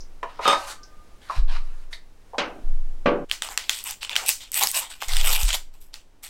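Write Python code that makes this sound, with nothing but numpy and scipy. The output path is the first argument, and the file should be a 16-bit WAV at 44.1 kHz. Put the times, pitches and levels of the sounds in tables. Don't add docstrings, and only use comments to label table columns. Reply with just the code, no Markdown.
import sys
import numpy as np
from scipy import signal
from scipy.fft import rfft, irfft, next_fast_len
from scipy.io import wavfile

SR = 44100
rng = np.random.default_rng(int(sys.argv[2]) if len(sys.argv) > 2 else 0)


def materialize(psi):
    bounded = np.clip(np.atleast_2d(psi).T, -1, 1)
    quanta = np.round(bounded * 32767).astype(np.int16)
    wavfile.write(sys.argv[1], SR, quanta)


N = 277642
T = np.arange(N) / SR


def amp(db):
    return 10 ** (np.asarray(db) / 20)


def unit(x):
    return x / np.sqrt(np.mean(x ** 2))


def peak(x):
    return x / np.max(np.abs(x))


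def fade(t, t60):
    return np.exp(-np.log(1000) * t / t60)


def noise(t):
    return rng.standard_normal(len(t))


def add(out, s, x):
    start = int(round(s * SR))
    x, start = x[max(-start, 0):], max(start, 0)
    out[start:start + len(x)] += x[:N - start]


def cut(x, hz, kind, order=2):
    return signal.sosfilt(signal.butter(order, np.minimum(hz, SR / 2 - 1), kind, fs=SR, output="sos"), x)


def colour(x, points):
    size = 2048
    hz, db = np.transpose(points)
    bins_hz = np.arange(size // 2 + 1) * SR / size
    gain = amp(np.interp(np.log(bins_hz + 1), np.log(hz), db))
    cepstrum = irfft(np.log(gain))
    cepstrum[1:size // 2] *= 2
    cepstrum[size // 2 + 1:] = 0
    return signal.fftconvolve(x, irfft(np.exp(rfft(cepstrum))))[:len(x)]


def wash(t, low_t60, high_t60):
    edges = [0, 400, 800, 1600, 3200, 6400, 10000, SR]
    spectrum = rfft(noise(t))
    hz = np.arange(len(t) // 2 + 1) * SR / len(t)
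    decays = np.geomspace(low_t60, high_t60, len(edges) - 1)
    out = np.zeros(len(t))
    for lo, hi, t60 in zip(edges, edges[1:], decays):
        out += irfft(spectrum * ((hz >= lo) & (hz < hi)), len(t)) * fade(t, t60)
    return out


def ring(t, modes, detune=0):
    out = np.zeros(len(t))
    for hz, db, t60 in modes:
        mode_hz = hz * (1 + detune * rng.standard_normal())
        out += amp(db) * np.sin(2 * np.pi * (mode_hz * t + rng.random())) * fade(t, t60)
    return out


def strokes(rows, t60s):
    power = []
    for (s, swell, hold, db, *_), t60 in zip(rows, t60s):
        rise = np.clip((T - s) / swell, 0, 1)
        fall = fade(np.maximum(T - s - swell - hold, 0), t60)
        power.append((amp(db) * rise * fall) ** 2)
    power = np.array(power)
    total = np.sum(power, axis=0) + 1e-12
    return [10 * np.log10(total)] + [column @ power / total for column in np.transpose(rows)[4:]]


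def fibres(rate_hz, spread_db, cluster_db, cluster_hz):
    breaks = rng.random(N) < rate_hz / SR
    size = amp(spread_db * np.minimum(rng.exponential(size=N), 4)) * rng.choice([-1, 1], N)
    bunch = np.interp(T * cluster_hz, np.arange(N), np.clip(rng.standard_normal(N), -2, 2))
    return unit(breaks * size * amp(cluster_db * bunch))


def bend(x, body_db=0, treble_db=0, depth_db=4.0, rate_hz=30):
    centres = np.geomspace(500, 14000, 15)
    edges = np.concatenate([[0], np.sqrt(centres[1:] * centres[:-1]), [SR]])
    spectrum = rfft(x, 2 * next_fast_len(N // 2 + 1))
    hz, out = np.linspace(0, SR / 2, len(spectrum)), np.zeros(N)
    for centre, lo, hi in zip(centres, edges, edges[1:]):
        points = np.clip(rng.standard_normal(N // 100), -2, 2)
        swell = np.interp(T * rate_hz, np.arange(N // 100), points)
        body = body_db * np.interp(centre, [1400, 2500], [1, 0])
        treble = treble_db * np.interp(centre, [4000, 11000], [0, 1])
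        band = irfft(spectrum * ((hz >= lo) & (hz < hi)))[:N]
        out += band * amp(body + treble + depth_db * swell)
    return out


def room_tone():
    # (frequency [Hz], relative level per hertz [dB])
    air = [(20, 19.5), (45, 3.5), (70, 2), (150, -9.5), (300, -8), (600, -12), (1200, -17.5), (2500, -22.5),
           (6000, -27), (9000, -30), (15000, -37)]
    # (time [s], level [dB])
    air_level = [(0, -45), (1.1, -44), (2.15, -47.5), (2.5, -42.5), (3.22, -45.5), (3.3, -48), (6.3, -51)]
    level_db = np.interp(T, *np.transpose(air_level))
    return amp(level_db) * unit(colour(noise(T), air))


def room(x, low_t60, high_t60, gap=0.0063):
    # (frequency [Hz], level [dB])
    walls = [(150, -18.5), (600, 0.5), (1500, -1), (3500, 0), (8000, 4.5), (11000, -2.5), (16000, 3)]
    t = T[:SR // 2]
    response = colour(wash(t, low_t60, high_t60), walls) * np.clip((t - gap / 2) / gap, 0, 1)
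    return signal.fftconvolve(x, response / np.sqrt(np.sum(response ** 2)))[:N]


def stand(sway_hz=15.0, sway_t60=1.174, thud_t60=0.25, rumble_t60=0.22):
    # (time [s], sway level [dB], thud level [dB], thud pitch [Hz], rumble peak level [dB])
    bumps = [(-.06, -22.5, -44.5, 24, -58), (1.363, -15, -21, 67.5, -39), (1.382, -4, -5.5, 32.5, -35.5),
             (2.637, -4.5, -54, 26, -63), (5.075, -9, -31, 32, -45), (5.128, -6.5, -31, 41.7, -32.5),
             (5.321, -22.5, -33, 43.7, -37.5), (5.431, -13.5, -6, 35.2, -39)]
    out, t = np.zeros(N), T[:2 * SR]
    for s, sway_db, thud_db, hz, rumble_db in bumps:
        sway = np.sin(2 * np.pi * sway_hz * t) * fade(t, sway_t60) * (1 - fade(t, 0.33))
        thud = np.sin(2 * np.pi * hz * t) * fade(t, thud_t60) * (1 - fade(t, 0.059))
        rumble = peak(cut(noise(t) * fade(t, rumble_t60), [35, 125], "band", order=3))
        add(out, s, amp(sway_db) * sway + amp(thud_db) * thud + amp(rumble_db) * rumble)
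    return out


def knocks():
    # (time [s], peak level [dB], low cut [Hz], high cut [Hz], ring against wash [dB], time until cut off [s])
    blows = [(2.382, -13, 1080, 5980, -9, 0.99), (3.0585, -6, 174, 2550, -0.5, .191)]
    # (frequency [Hz], relative level [dB], t60 [s])
    panel = [(263, -8, 1.1), (311, -7, .85), (390, -7, .5), (429, -7, .55), (490, 0, .5), (571, 4, .42),
             (1141, -2, .29), (1211, -8, .27), (1556, -9, .3)]
    # (frequency [Hz], level [dB])
    wood = [(80, -25), (160, 3.5), (300, 3), (580, 1), (850, 1.5), (1250, -2.5), (1800, -3.5), (2700, -4),
            (4500, -11), (7000, -17.5), (10000, -27), (14000, -44)]
    out, t = np.zeros(N), T[:SR]
    for s, db, low_hz, bright_hz, ring_db, length in blows:
        body = cut(colour(wash(t, 0.75, 0.11), wood), low_hz, "high", order=1)
        cutoff = np.clip((length - t) / 0.0014, 0, 1)
        blow = (peak(body) + amp(ring_db) * peak(ring(t, panel))) * cutoff
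        add(out, s, amp(db) * peak(cut(blow, bright_hz, "low")))
    return out


def clanks(modes):
    # (time [s], peak level [dB], low cut [Hz], high cut [Hz], ring against body [dB])
    blows = [(0.2298, -17, 380, 2700, -35), (.2950, -35, 600, 3975, -13), (0.3914, -20.5, 380, 1480, -11),
             (0.4551, -10, 250, 1800, 0.5), (0.4777, -4.5, 108, 7020, -2), (.4895, -20.5, 130, 2880, 3),
             (.5035, -12, 200, 4130, 5.5), (0.5296, -12.5, 150, 4500, -5.5), (.5668, -19, 250, 1620, 1.5),
             (1.2963, -26.5, 500, 1510, -21)]
    # (frequency [Hz], level [dB])
    tin = [(100, -12), (250, -5.5), (450, -1.5), (750, -3.5), (1020, 4.5), (1500, -6.5), (2500, -11),
           (5000, -16.5), (12000, -11)]
    out, t = np.zeros(N), T[:SR]
    for s, db, low_hz, bright_hz, ring_db in blows:
        body = peak(colour(wash(t, 0.14, 0.039), tin))
        blow = body + amp(ring_db) * peak(ring(t, modes, detune=.007))
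        add(out, s, amp(db) * peak(cut(cut(blow, bright_hz, "low"), low_hz, "high", order=3)))
    return out


def ticks():
    # (time [s], peak level [dB], pitch [Hz])
    taps = [(.004, -34.5, 5450), (0.832, -38, 5350), (1.2975, -17.5, 1050), (1.9280, -26.5, 3980),
            (1.9290, -28, 2015), (2.3325, -31, 820), (2.3340, -36, 527), (2.3450, -26, 770)]
    out, t = np.zeros(N), T[:SR]
    for s, db, hz in taps:
        tap = cut(noise(t), [hz / 1.143, hz * 1.115], "band") * fade(t, 0.071)
        add(out, s, amp(db) * peak(tap))
    return out


def sliding(modes, t60=0.12, sing_db=-5):
    # (time [s], swell [s], hold [s], level [dB], hiss against slide [dB])
    slides = [(.250, 0.049, 0.1, -53, -22), (.400, 0.08, 0.059, -26.5, -17.5),
              (.550, 0.011, 0.095, -42, -7.5), (.655, 0.022, 0.039, -38, -4.5),
              (1.205, .02, 0.055, -54.5, -9), (1.275, 0.034, 0.07, -41, -16),
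              (1.470, 0.038, 0.061, -40, -21), (1.600, 0.02, 0.22, -59.5, -11),
              (1.905, 0.025, .008, -49.5, -2.5)]
    level_db, hiss_db = strokes(slides, [t60] * len(slides))
    grain = fibres(rate_hz=11000, spread_db=4.0, cluster_db=1.0, cluster_hz=199.7)
    slide = unit(cut(cut(bend(grain), [750, 4600], "band", order=3), 1800, "low", order=1))
    hiss = unit(cut(grain, [5000, 11000], "band"))
    scrape = grain * amp(2 * level_db - level_db.max())
    wires = ring(T[:SR], modes)
    sing = signal.fftconvolve(scrape, wires / np.sqrt(np.sum(wires ** 2)))[:N]
    return amp(sing_db) * sing + amp(level_db) * (slide + amp(hiss_db) * hiss)


def rack():
    # (frequency [Hz], relative level [dB], t60 [s])
    modes = [(560, -15, .35), (640, -14, .35), (765, -16, .3), (863, -15, .4), (1012, -14, .22),
             (1157, -7, .19), (1211, -35, 2.2), (1240, -1, .25), (1281, -2, .22), (1534, -25, .9),
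             (2530, -12, .11), (3720, -2, .16), (4490, -17, .12), (5050, -7, .1), (6266, -13, .17),
             (8350, -10, .12)]
    return clanks(modes) + ticks() + sliding(modes)


def pulls():
    # (time [s], hold [s], level [dB], fine fibre treble [dB], sheet body [dB] before a common lift)
    flexes = [(3.284, 0.0173, -46.5, -17, -18), (3.417, .02, -34.5, -2.5, 2), (3.488, .025, -42, 0, 4),
              (3.584, 0.12, -44, -10, -7), (3.688, 0.083, -34.5, -4.5, -15), (3.877, .01, -38, -11.5, -5.5),
              (4.007, .018, -30, -21, -11.5), (4.096, 0.025, -32, -23, -5), (4.164, 0.074, -39, -6.5, 6.5),
              (4.397, 0.02, -38, -10.5, -13.5), (4.803, 0.0072, -32.5, -10.5, -2),
              (4.892, 0.0076, -35.5, -6, -6), (5.001, 0.018, -34.5, -7, -2),
              (5.476, 0.0092, -24, -11, -9.5), (5.727, 0.0085, -58.5, 3, 0.5),
              (5.801, 0.0052, -57.5, 10.5, -11), (5.927, 0.0028, -43.5, -18, -6.5),
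              (6.223, 0.017, -38, -3.5, -9)]
    # (time [s], swell [s], hold [s], level [dB], fine fibre treble [dB], sheet body [dB] before that lift)
    rips = [(3.835, 0.033, .045, -34, 1.5, -6), (4.255, 0.031, 0.0062, -23, -2, -12),
            (4.522, 0.06, 0.011, -24, 5.5, -10), (4.598, 0.025, 0.016, -22, 1.5, 2.5),
            (4.650, 0.011, 0.047, -40, 13, -10), (4.730, 0.022, 0.039, -25, 2.5, -5),
            (5.075, 0.012, 0.33, -31, -6, -4), (5.228, 0.044, 0.093, -24.5, 3, -4.5),
            (5.385, 0.0056, 0.1, -31, -0.5, -11), (5.524, 0.0067, 0.016, -25.5, -0.5, -2)]
    flex_attack_s, flex_t60_s, rip_t60_s = 0.016, 0.21, 0.11
    bends = [(s, flex_attack_s, *rest) for s, *rest in flexes]
    return strokes(bends + list(rips), [flex_t60_s] * len(flexes) + [rip_t60_s] * len(rips))


def tearing(level_db, treble_db, body_db):
    # (frequency [Hz], level [dB])
    paper = [(250, -13.5), (480, -3), (850, 10), (1600, 4), (2500, 9), (3400, 9.5), (4500, 4.5), (6200, 3),
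             (8000, 11.5), (10000, 1), (13000, 5.5), (16000, -7.5)]
    breaks = fibres(rate_hz=3500, spread_db=4.0, cluster_db=1.5, cluster_hz=294.5)
    grainy = np.clip(amp(treble_db + 7), 0, 1)
    smooth = np.sqrt(1 - grainy ** 2)
    sheet = unit(colour(grainy * breaks + smooth * noise(T), paper))
    body_lift_db = 2.5
    return amp(level_db) * bend(sheet, body_db + body_lift_db, treble_db)


def crinkles(level_db, rate_hz=110, size_db=2, ring_t60=0.0087):
    out, t = np.zeros(N), T[:SR // 50]
    for when, pitch in rng.random((int(rate_hz * N / SR), 2)):
        hz = 900 * (9000 / 900) ** np.sqrt(pitch)
        db = level_db[int(when * N)] + size_db
        add(out, when * N / SR, amp(db) * np.sin(2 * np.pi * hz * t) * fade(t, ring_t60))
    return cut(out, 950, "high", order=3)


def snap(hz, crack_db, ring_t60=0.0069, crack_t60=0.0038, flex_db=-3, flex_t60=0.0097):
    t = T[:SR // 50]
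    panel = np.sin(2 * np.pi * hz * t) * fade(t, ring_t60)
    crack_band = [4500, np.clip(3.3 * hz, 8000, 19000)]
    crack = peak(cut(noise(t) * fade(t, crack_t60), crack_band, "band"))
    flex = peak(cut(noise(t) * fade(t, flex_t60), [hz / 2.0, hz * 1.35], "band", order=1))
    return peak(cut(panel + amp(crack_db) * crack + amp(flex_db) * flex, 630, "high", order=3))


def small_snaps(level_db, treble_db, rate_hz=30, size_db=11, spread_db=6, low_hz=2800, high_hz=9000):
    out = np.zeros(N)
    for when, pitch, size in rng.random((int(rate_hz * N / SR), 3)):
        i = int(when * N)
        hz = low_hz * (high_hz / low_hz) ** (pitch * min(amp(treble_db[i]), 1))
        db = level_db[i] + size_db + spread_db * (size - .5)
        add(out, i / SR, amp(db) * snap(hz, treble_db[i]))
    return out


def creases():
    # (time [s], peak level [dB], panel pitch [Hz], crack against panel [dB])
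    snaps = [(3.2982, -24, 3000, 0.5), (3.3135, -1, 3240, -8.5), (3.4217, -4.5, 3340, 3),
             (3.4882, -22.5, 1010, -4), (3.576, -2, 2700, -1.5), (3.6950, 0, 3440, -8),
             (3.7889, -19, 3380, 20), (3.84, -16.5, 11800, -11), (3.9096, -13, 11900, 3),
             (4.0949, -13, 3470, -30), (4.1145, -20, 2690, -25), (4.156, -8.5, 2560, -23),
             (4.1638, 1, 3120, -10), (4.263, -12, 8100, 6), (4.2850, -3.5, 8600, 8),
             (4.2910, 6.5, 6100, 21), (4.5181, -14, 8240, 2), (4.5426, -10, 8700, -7.5),
             (4.6270, -5.5, 3780, -4.5), (4.6358, -3.5, 6550, 1), (4.672, -1.5, 5200, 2.5),
             (4.7150, -9, 8600, 12), (5.0229, -13, 1130, -22.5), (5.084, -18, 6700, -12),
             (5.135, -13, 3580, -21), (5.1679, -7, 3570, 3.5), (5.2128, -9.5, 3350, 0),
             (5.321, -21, 8000, -2), (5.4324, -12, 3600, 11), (5.4888, -10, 3460, 0.5),
             (5.5050, -11.5, 3280, -21), (5.5420, -14, 3170, -14), (5.5501, -10.5, 3180, -15),
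             (5.9411, -19, 4400, -9)]
    near, away, t = np.zeros(N), np.zeros(N), T[:SR // 50]
    for s, db, hz, crack_db in snaps:
        click = amp(db) * snap(hz, crack_db)
        flap = cut(signal.unit_impulse(len(t)), [hz / 1.9, hz * 1.54], "band", order=1)
        add(near, s, click)
        add(away, s, unit(flap) * np.sqrt(np.mean(click ** 2)))
    return near, away


def sachet():
    level_db, treble_db, body_db = pulls()
    snaps, flaps = creases()
    tear = tearing(level_db, treble_db, body_db) + crinkles(level_db) + small_snaps(level_db, treble_db)
    answer = room(amp(-8.5) * flaps + amp(-13) * tear, low_t60=.25, high_t60=0.23)
    return snaps + tear + answer


def scene():
    tins = rack()
    tins = tins + amp(-6.5) * room(tins, low_t60=0.34, high_t60=0.16)
    return (room_tone() + stand() + knocks() + tins + sachet())[None]


def record(dry):
    top_hz = 16000
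    rounded = dry / (1 + (dry / .7) ** 8) ** (1 / 8)
    return signal.sosfilt(signal.ellip(10, .2, 70, top_hz, fs=SR, output="sos"), rounded)


dry = scene()
out = record(dry)
materialize(out)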